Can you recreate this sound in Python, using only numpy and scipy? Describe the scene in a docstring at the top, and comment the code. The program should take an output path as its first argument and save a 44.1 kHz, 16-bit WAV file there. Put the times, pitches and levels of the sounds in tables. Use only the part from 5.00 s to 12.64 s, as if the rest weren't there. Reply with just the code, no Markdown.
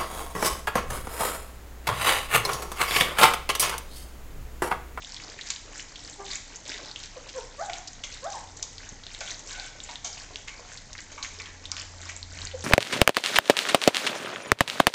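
"""Puppies at their mash

A litter of puppies eats wet mash from plastic trays in a small room. Snapping saliva films ring the mouth,
turbulent suction slurps, and crowds of tiny wet pops make the squelching; slips ring the scraped tray.
A pup gives short whimpers: gliding harmonics and a rasp, filtered by its throat.
Under it lie a soft hiss, a mains hum, soft bumps and a low sine drone that swells towards the end."""
import sys
import numpy as np
from scipy import signal
from scipy.fft import rfft, irfft, next_fast_len
from scipy.io import wavfile

SR = 44100
rng = np.random.default_rng(int(sys.argv[2]) if len(sys.argv) > 2 else 0)


def wav_record(signal):
    """Record a signal, one row per channel, as 16-bit PCM in the file named by sys.argv[1]."""
    frames = np.transpose(np.atleast_2d(signal))
    bounded = np.clip(frames, -1, 1)
    # unit amplitude maps onto the largest positive 16-bit level
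    quanta = np.round(bounded * 32767).astype(np.int16)
    wavfile.write(sys.argv[1], SR, quanta)


N = 336924  # samples


def smacks(rows, tray_echo_db=-11, snap_db=-10, snap_hz=4200, snap_width_hz=5000,
           threads_per_s=1800, threads_s=0.0079, size=1400):
    """Impulse response of a cavity: a snapping film of saliva rings the mouth; its threads break just after."""
    out, t = np.zeros(N), np.arange(size) / SR
    for s, db, hz, width_hz, threads_db in rows:
        breaks = (rng.random(size) < threads_per_s / SR) * rng.standard_normal(size)
        threads = breaks * np.exp(-t / threads_s)
        # all the threads together have the energy of one unit click
        clicks = from_db(threads_db) * rms_one(threads * (t > .0008)) / np.sqrt(size)
        clicks[0] = 1
        # each muzzle has its own distance from the tray
        echo_s = rng.uniform(.0015, .003)
        clicks[int(echo_s * SR)] += from_db(tray_echo_db)
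        mouth = rms_one(ring(clicks, hz, width_hz))
        snap = rms_one(ring(clicks, snap_hz, snap_width_hz))
        pop = rms_one(mouth + from_db(snap_db) * snap)
        # the level is that of the whole energy spread over 10 ms
        add(out, s, from_db(db) * pop * np.sqrt(.01 * SR / size))
    return out


def faint_smacks(lap, count=28):
    """Inverse-transform sampling: fainter smacks fall at random, mostly where the mouths are busy."""
    level_db, spread_db, threads_db = -44.5, -1, -1.5
    middle_hz, spread_oct, width_hz = 4230, 0.41, 1700
    chance = np.cumsum(lap) / np.sum(lap)
    times = np.interp(rng.random(count), chance, clock())
    rows = []
    for s, (loud, high) in zip(times, rng.standard_normal((count, 2))):
        hz = middle_hz * 2 ** (spread_oct * high)
        rows.append((s, level_db + spread_db * loud, hz, width_hz, threads_db))
    return rows


def mouthfuls():
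    """Common modulation: the same mouthfuls drive the effort of lapping and of chewing."""
    # mouthfuls: middle t/s, length/s, lapping effort/dB, chewing effort/dB
    bites = [(.14, 0.46, -48, -53.5), (0.495, .2, -42.5, -47), (0.779, 0.093, -39.5, -45.5),
             (1.069, .17, -46, -56.5), (1.333, .13, -37.5, -46), (1.721, .13, -41.5, -45),
             (1.87, .1, -48.5, -58), (2.016, 0.13, -41.5, -47), (2.369, .11, -44.5, -48),
             (2.629, .1, -42.5, -50), (2.741, .13, -42.5, -46.5), (3.137, .16, -46.5, -51.5),
             (3.327, .15, -42.5, -58), (3.843, 0.18, -49.5, -50.5), (4.141, .09, -45.5, -45.5),
             (4.277, .17, -40.5, -46.5), (4.521, .11, -37, -42.5), (4.639, .12, -41, -44),
             (4.895, .17, -45.5, -50), (5.205, .14, -47, -51), (5.39, .07, -47, -53),
             (5.715, .14, -47, -47.5), (6.021, 0.084, -49, -68), (6.335, 0.13, -45, -51),
             (6.798, .08, -45.5, -48.5), (7.055, .18, -46, -48.5), (7.41, .22, -44.5, -47),
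             (7.612, 0.089, -43.5, -60)]
    # the lull is the rest of the litter, between mouthfuls
    lap = effort([(s, length_s, db) for s, length_s, db, _ in bites], lull_db=-53.5)
    chew = effort([(s, length_s, db) for s, length_s, _, db in bites], lull_db=-58)
    return lap, chew


def slurps(lap, chew, ring_width_hz=380, ring_db=0, size=20000):
    """Turbulent suction: mash and air rush through the lips as dense fizz over the hollow's resonances."""
    # sudden slurps: t/s, fade/s, wet fizz level/dB, hollow level/dB, strongest resonance f/Hz
    sudden = [(.5, 0.008, -39, -40.5, 2130), (1.295, 0.059, -64, -48, 2020), (3.035, 0.019, -36, -44, 2160),
              (3.624, 0.0095, -29.5, -64, 5450), (4.205, 0.018, -42, -39, 650),
              (4.886, 0.018, -62, -41, 910), (5.044, 0.034, -32.5, -43.5, 758),
              (5.474, 0.038, -48, -42, 2230), (6.115, 0.016, -44, -51.5, 553),
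              (6.176, 0.025, -51, -40, 1090), (6.227, 0.024, -36, -41.5, 6500),
              (6.397, 0.014, -55, -38.5, 2090), (6.459, 0.047, -58, -46.5, 1760),
              (6.717, 0.021, -58.5, -42.5, 1190), (6.767, 0.011, -45, -54, 1196),
              (7.088, 0.015, -43, -44.5, 2230)]
    # resonances of mouth and tray: f/Hz, width/Hz, level/dB
    hollow_modes = [(710, 55, -7.5), (1158, 110, 1.5), (1406, 360, 2), (2230, 140, 8)]
    # spectrum of the wet fizz: f/Hz, level/dB
    fizz_spectrum = [(800, -13), (2000, -24.5), (3200, 0.5), (4200, -2.5), (5300, -0.5), (6600, 7),
                     (7500, -3.5), (9000, -10)]
    # suction levels at a full mouth; growth is dB of suction per dB of effort
    full_mouth_db, suck_fizz_db, suck_hollow_db, growth = -37, -46, -53.5, 1.04
    t = np.arange(size) / SR
    spray = grains(per_s=7000, spread_db=4.0)
    fizz = colour(spray, fizz_spectrum)
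    hollow = modal_body(spray, hollow_modes)
    out = from_db(suck_fizz_db) * fizz * (lap / from_db(full_mouth_db)) ** growth
    out += from_db(suck_hollow_db) * hollow * (chew / from_db(full_mouth_db)) ** growth
    for s, fade_s, fizz_db, hollow_db, hz in sudden:
        at = slice(int(s * SR), int(s * SR) + size)
        suck = stroke(t, swell_s=0.0032, fade_s=fade_s)
        strongest = rms_one(ring(spray[at], hz, ring_width_hz))
        mouth = rms_one(hollow[at] + from_db(ring_db) * strongest)
        add(out, s, suck * (from_db(fizz_db) * fizz[at] + from_db(hollow_db) * mouth))
    return out


def litter(lap, chew, lap_db=-4.5, chew_db=-4.5, clump_db=2.5, clumps_per_s=22):
    """Superposed random pops, in uneven clumps: bright lapping, duller chewing, muzzles shoving the mash."""
    # muzzles pushing through the mash: middle t/s, length/s, level/dB
    shoves = [(.25, 0.18, -54.5), (.72, 0.09, -54), (1.8, 0.44, -55.5), (4.53, 0.42, -54.5),
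              (5.22, 0.11, -61), (5.65, .15, -54.5), (6.35, 0.23, -59), (7.0, 0.17, -54.5),
              (7.38, 0.2, -58)]
    lapping = from_db(lap_db) * lap * squelch(3650, 8210, per_s=1600, spread_db=6.5, sharpness=5.3)
    chewing = from_db(chew_db) * chew * squelch(1490, 3060, per_s=1000, spread_db=5.5, sharpness=3.44)
    mash = squelch(297.3, 1428, per_s=700, spread_db=4.0, sharpness=3.53)
    nuzzling = effort(shoves, lull_db=-60.5) * mash
    return (lapping + chewing + nuzzling) * from_db(clump_db * drift(clumps_per_s))


def squelch(low_hz, high_hz, per_s, spread_db, sharpness, count=14):
    """Damped oscillation: each little wet pop rings a few cycles at one of several pitches."""
    clicks, dealt = grains(per_s, spread_db), rng.integers(0, count, N)
    pops = np.zeros(N)
    for k, hz in enumerate(np.geomspace(low_hz, high_hz, count)):
        pops += ring(clicks * (dealt == k), hz, hz / sharpness) / np.sqrt(hz)
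    return rms_one(pops)


def tray():
    """Stick-slip friction: a paw or muzzle rubs the tray, and dense tiny slips ring its modes."""
    # shoves and scrapes: t/s, swell/s, fade/s, level/dB
    scrapes = [(4.207, .005, 0.035, -39.5), (4.48, .12, 0.092, -44.5)]
    # modes of the plastic body: f/Hz, width/Hz, level/dB
    plastic_modes = [(784, 74, -1), (1510, 74, 2), (2230, 88, -1), (3400, 190, -9.5)]
    slips = grains(per_s=3600, spread_db=2.5)
    rubbing = sum(from_db(db) * stroke(clock() - s, swell_s, fade_s) for s, swell_s, fade_s, db in scrapes)
    return modal_body(slips, plastic_modes) * rubbing


def whimpers(jitter=0.025, shimmer_db=2.1, order=5):
    """Source-filter voice: gliding harmonics and a rasp that pulses with them, shaped by the throat."""
    # t/s, length/s, level/dB, first pitch f/Hz, last pitch f/Hz,
    # middle of the slide [share of length], overtones/dB, rasp/dB
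    squeaks = [(1.176, 0.065, -41, 407, 394.5, 0.49, -4.5, -8),
               (2.155, 0.03, -43.5, 730, 495, 0.33, -8.5, -14),
               (2.338, 0.071, -37, 529.5, 424, .7, -5.5, -15),
               (2.582, 0.065, -32, 578.4, 811, 0.47, 2.5, -19),
               (2.679, 0.034, -32.5, 789, 675, 0.475, -2, -20),
               (2.771, 0.021, -48, 765, 715, 0.46, 8, -2.5),
               (3.222, .084, -33.5, 522.5, 809, 0.47, -0.5, -22),
               (3.319, 0.074, -40.5, 1202, 838, 0.37, -4, -13),
               (7.532, 0.028, -37, 564, 512, 0.42, -34, -14)]
    # a pup's throat: f/Hz, gain/dB
    throat = [(380, 0.5), (520, 3), (760, 6.5), (1100, -1), (1550, -7.5), (2100, -17.5), (4000, -75.5)]
    glide_span, peak_at = 0.187, 0.58  # shares of the length
    edge_db = -21.5  # level at both ends against the peak
    out, waver, flutter = np.zeros(N), drift(300), drift(150)
    air = colour(rng.standard_normal(N), [(150, -51)] + list(throat) + [(9000, -42.5)])
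    k = np.arange(1, order + 1)[:, None]  # harmonic numbers
    for s, length_s, db, first_hz, last_hz, middle, overtones_db, rasp_db in squeaks:
        at = np.arange(int(s * SR), min(int((s + length_s) * SR), N))
        along = np.linspace(0, 1, len(at))
        # the pitch slides in an S
        glide = (1 + np.tanh((along - middle) / glide_span)) / 2
        hz = (first_hz + (last_hz - first_hz) * glide) * (1 + jitter * waver[at])
        phase = 2 * np.pi * np.cumsum(hz) / SR
        weights = gain_at(throat, k * hz) * from_db(overtones_db * (k > 1))
        harmonics = np.sum(weights * np.sin(k * phase), axis=0)
        voice = harmonics / np.sqrt(np.sum(weights ** 2, axis=0) / 2)
        rasp = from_db(rasp_db) * air[at] * (1 + .5 * np.cos(phase))
        arch_db = edge_db * np.interp(along, [0, peak_at, 1], [1, 0, 1]) ** 2
        out[at] += (voice + rasp) * from_db(db + arch_db + shimmer_db * flutter[at])
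    return out


def wall_echo(x, delay_s=.012, echo_db=-8):
    """Interference: a gliding squeak beats against its own echo from a near wall."""
    return x + from_db(echo_db) * np.interp(clock() - delay_s, clock(), x)


def room(x, wet_db, treble_loss_hz=8000, build_s=0.00096, t60_s=0.58):
    """Reverberation: the direct sound and a diffuse tail that builds up and decays exponentially."""
    t = np.arange(SR // 2) / SR
    tail = rng.standard_normal(len(t)) * from_db(-60 * t / t60_s) * (1 - np.exp(-(t / build_s) ** 2))
    dull = np.exp(-2 * np.pi * treble_loss_hz / SR)
    response = from_db(wet_db) * signal.lfilter([1 - dull], [1, -dull], tail / np.linalg.norm(tail))
    return x + signal.fftconvolve(x, response)[:N]


def background():
    """Stationary noise and tones: hiss and rumble, wavering hums, a drone and two soft bumps."""
    # spectrum of hiss and rumble: f/Hz, level/dB
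    quiet_spectrum = [(12, -27), (20, 7.5), (51, 2), (226, -9.5), (292, -7), (439, -42.5), (486, -13.5),
                      (596, -21.5), (852, -11), (1320, -30), (1930, -11.5), (2690, -28), (6400, -14),
                      (7460, -23), (8920, -26), (11600, -64.5), (19600, -120)]
    # steady-pitched hums: f/Hz, level/dB
    hum_tones = [(29.8, -56.5), (120, -69.5)]
    # course of the low drone: t/s, f/Hz, level/dB
    drone_course = [(0, 91, -70), (3, 90, -66.5), (3.6, 90, -56), (4.4, 89, -65.5), (5.9, 89, -62),
                    (6.5, 87.5, -54.5), (7.3, 86.5, -47), (7.64, 86, -44.5)]
    # soft low bumps: middle t/s, half length/s, level/dB
    soft_bumps = [(3.932, 0.015, -44), (7.412, 0.099, -48)]
    bump_spectrum = [(10, -20.0), (30, 6), (90, -4.5), (250, -13.5), (1500, -36)]  # f/Hz, level/dB
    t = clock()
    quiet = from_db(-52.5) * colour(rng.standard_normal(N), quiet_spectrum)
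    hums = sum(from_db(db + 0.83 * drift(9)) * np.sin(2 * np.pi * hz * t) for hz, db in hum_tones)
    drone_hz, drone_db = in_time(drone_course)
    drone = from_db(drone_db + 1.2 * drift(24)) * np.sin(2 * np.pi * np.cumsum(drone_hz) / SR)
    swell = sum(from_db(db) * np.exp(-((t - s) / half_s) ** 2) for s, half_s, db in soft_bumps)
    bumps = swell * colour(rng.standard_normal(N), bump_spectrum)
    return quiet + np.sqrt(2) * (hums + drone) + bumps  # root 2: the tones' levels are rms


def effort(rows, lull_db):
    """Addition of powers: each bout (middle s, length s, dB) swells and ebbs in a bell above the lull."""
    t = clock()
    power = from_db(lull_db) ** 2
    for s, length_s, db in rows:
        bell = np.exp(-2 * np.minimum((2 * (t - s) / length_s) ** 2, 20))
        power = power + from_db(db) ** 2 * bell
    return np.sqrt(power)


def stroke(t, swell_s, fade_s):
    """Envelope of a driven, then damped motion: a straight rise and an exponential fall."""
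    return np.clip(t / swell_s, 0, 1) * np.exp(-np.maximum(t - swell_s, 0) / fade_s)


def grains(per_s, spread_db):
    """Shot noise: random tiny clicks of uneven size and either sign."""
    sizes = from_db(spread_db * np.minimum(rng.exponential(1, N), 4))
    return (rng.random(N) < per_s / SR) * sizes * rng.choice([-1, 1], N)


def resonate(x, hz, width_hz):
    """Resonance of one damped mode, with gain of about 1 at its peak."""
    r = np.exp(-np.pi * width_hz / SR)
    feedback = [1, -2 * r * np.cos(2 * np.pi * hz / SR), r * r]
    return signal.lfilter(np.array([1, 0, -1]) * (1 - r * r) / 2, feedback, x + 1e-18)


def ring(x, hz, width_hz):
    """Cascaded resonance: two passes give a rounded attack and steep skirts."""
    return resonate(resonate(x, hz, width_hz), hz, width_hz)


def modal_body(x, modes):
    """Modal superposition: parallel resonances (Hz, width Hz, dB), scaled to unit power."""
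    return rms_one(sum(from_db(db) * resonate(x, hz, width_hz) for hz, width_hz, db in modes))


def gain_at(points, hz):
    """Frequency response: read a spectrum on a log-frequency axis, as gain."""
    f, db = np.transpose(points)
    return from_db(np.interp(np.log(hz + 1), np.log(f), db))


def shape(x, points):
    """Linear filtering: multiply a sound's Fourier transform by a spectrum."""
    size = next_fast_len(N + SR // 10)
    return irfft(rfft(x, size) * gain_at(points, np.fft.rfftfreq(size, 1 / SR)), size)[:N]


def colour(x, points):
    """Spectral shaping: filter a sound by a spectrum and scale it to unit power."""
    return rms_one(shape(x, points))


def drift(rate):
    """Slow random modulation: normal knots of unit spread, rate per second, joined by straight lines."""
    knots = rng.standard_normal(int(N / SR * rate) + 2)
    return np.interp(clock() * rate, np.arange(len(knots)), knots)


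def in_time(rows):
    """Linear interpolation: curve rows, time first, joined by straight lines."""
    s, *columns = np.transpose(rows)
    return [np.interp(clock(), s, c) for c in columns]


def from_db(db):
    """Logarithmic level: decibels to amplitude gain."""
    return 10 ** (np.asarray(db) / 20)


def rms_one(x):
    """Mean-square normalisation: scale to unit power."""
    return x / np.sqrt(np.mean(x ** 2) + 1e-20)


def clock():
    """Uniform sampling: the time of every sample in seconds."""
    return np.arange(N) / SR


def add(out, s, sound):
    """Superposition: mix a short sound in at time s."""
    i = max(int(s * SR), 0)
    out[i:i + len(sound)] += sound[:N - i]


def scene():
    """Superposition of the feeding litter and the squeaks, both reverberant, over the background."""
    # loudest smacks of tongues and lips: t/s, level over 10 ms/dB, mouth resonance f/Hz, its width/Hz,
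    # breaking threads against the first snap/dB
    loud_smacks = [(.047, -42, 3600, 1100, -17), (.1445, -41.5, 4400, 1810, -3.5),
                   (.1652, -40.5, 3900, 1110, 5), (.3895, -40.5, 2070, 1100, 7),
                   (.412, -38, 3780, 1410, -1), (.4699, -40.5, 4700, 3700, 5), (.4883, -43, 5630, 3320, -6),
                   (.5035, -31, 3940, 4550, -5), (.5055, -32.5, 6760, 1400, -22),
                   (.562, -40.5, 3720, 1800, -8), (.7965, -41.5, 2850, 1100, -12),
                   (.9574, -41.5, 3380, 1730, 6), (1.0976, -44, 6500, 3000, 3),
                   (1.3128, -34.5, 4300, 1113, 3), (1.3562, -35, 6940, 1100, -13),
                   (1.3744, -48, 6140, 4500, -2), (1.559, -39.5, 6450, 1090, 1),
                   (1.6547, -44, 3640, 2200, 4), (1.6794, -41.5, 6200, 2800, -1),
                   (1.9138, -40.5, 4300, 1100, -8), (1.9603, -37, 3100, 1100, -8),
                   (2.037, -41.5, 3250, 3700, -3), (2.2904, -41, 2520, 4400, 6),
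                   (2.6974, -38.5, 1960, 2600, 8), (2.7338, -36, 3520, 2420, -8.5),
                   (2.874, -37.5, 4940, 2420, 13), (3.0383, -35.5, 3190, 1310, -7),
                   (3.2413, -42, 6300, 4580, 6), (3.324, -41.5, 5900, 1100, -1),
                   (3.5707, -43, 6450, 2200, 2), (3.6277, -32, 5930, 1920, -18),
                   (3.782, -42, 4170, 1800, -11), (3.8905, -41, 6370, 1100, 4),
                   (4.0669, -47, 3700, 1100, -11), (4.1483, -41, 3780, 1100, -25),
                   (4.2072, -40.5, 4860, 2100, -5), (4.2762, -40, 3440, 1100, 0),
                   (4.306, -39, 3980, 1100, -19), (4.5982, -38, 4220, 1090, -17),
                   (4.803, -41, 3600, 1310, -9), (4.8353, -40.5, 7050, 1100, 13),
                   (4.912, -44, 4300, 2800, -8), (4.9568, -38, 3560, 1110, -13),
                   (5.0455, -47, 6250, 1800, -8), (5.3584, -36, 3050, 2000, -26),
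                   (5.4794, -37.5, 1914, 2600, 13), (5.7744, -42, 4260, 2500, 0),
                   (5.9296, -41.5, 5260, 3600, 14), (5.9522, -43.5, 1820, 1100, 0),
                   (5.9875, -41.5, 1940, 1100, 8), (6.2276, -35, 4140, 1100, -25),
                   (6.2475, -37, 2050, 1100, 4), (6.4, -43, 2230, 1090, -15),
                   (6.4186, -44.5, 4330, 1100, -6), (6.6551, -38, 3660, 1100, -6),
                   (6.7172, -30, 5200, 2370, -21), (6.7672, -38, 2640, 3170, -14),
                   (6.8121, -41, 3060, 1100, -2), (7.0952, -38, 2060, 1110, -3),
                   (7.1644, -40, 7100, 1900, -4.5), (7.229, -38.5, 4200, 1100, -9),
                   (7.4165, -38, 3970, 1090, 7), (7.4522, -37, 6670, 2000, -7),
                   (7.4718, -38, 4360, 1110, -8)]
    lap, chew = mouthfuls()
    smacking = room(smacks(list(loud_smacks) + faint_smacks(lap)), wet_db=-7.0)
    eating = room(slurps(lap, chew) + litter(lap, chew) + tray(), wet_db=-4)
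    squeaks = room(wall_echo(whimpers()), wet_db=-3.5)
    return (smacking + eating + squeaks + background())[None]


def record(dry):
    """Band limitation: a microphone that rolls off the treble, then a steep elliptic low-pass."""
    # the microphone's treble: f/Hz, gain/dB
    treble = [(6900, 1.5), (7500, 3.5), (8100, -7), (8600, -9), (9200, -33)]
    cutoff_hz = 9076
    low_pass = signal.ellip(8, .2, 60, cutoff_hz, fs=SR, output="sos")
    return signal.sosfilt(low_pass, shape(dry[0], treble))[None]


dry = scene()
out = record(dry)
wav_record(out)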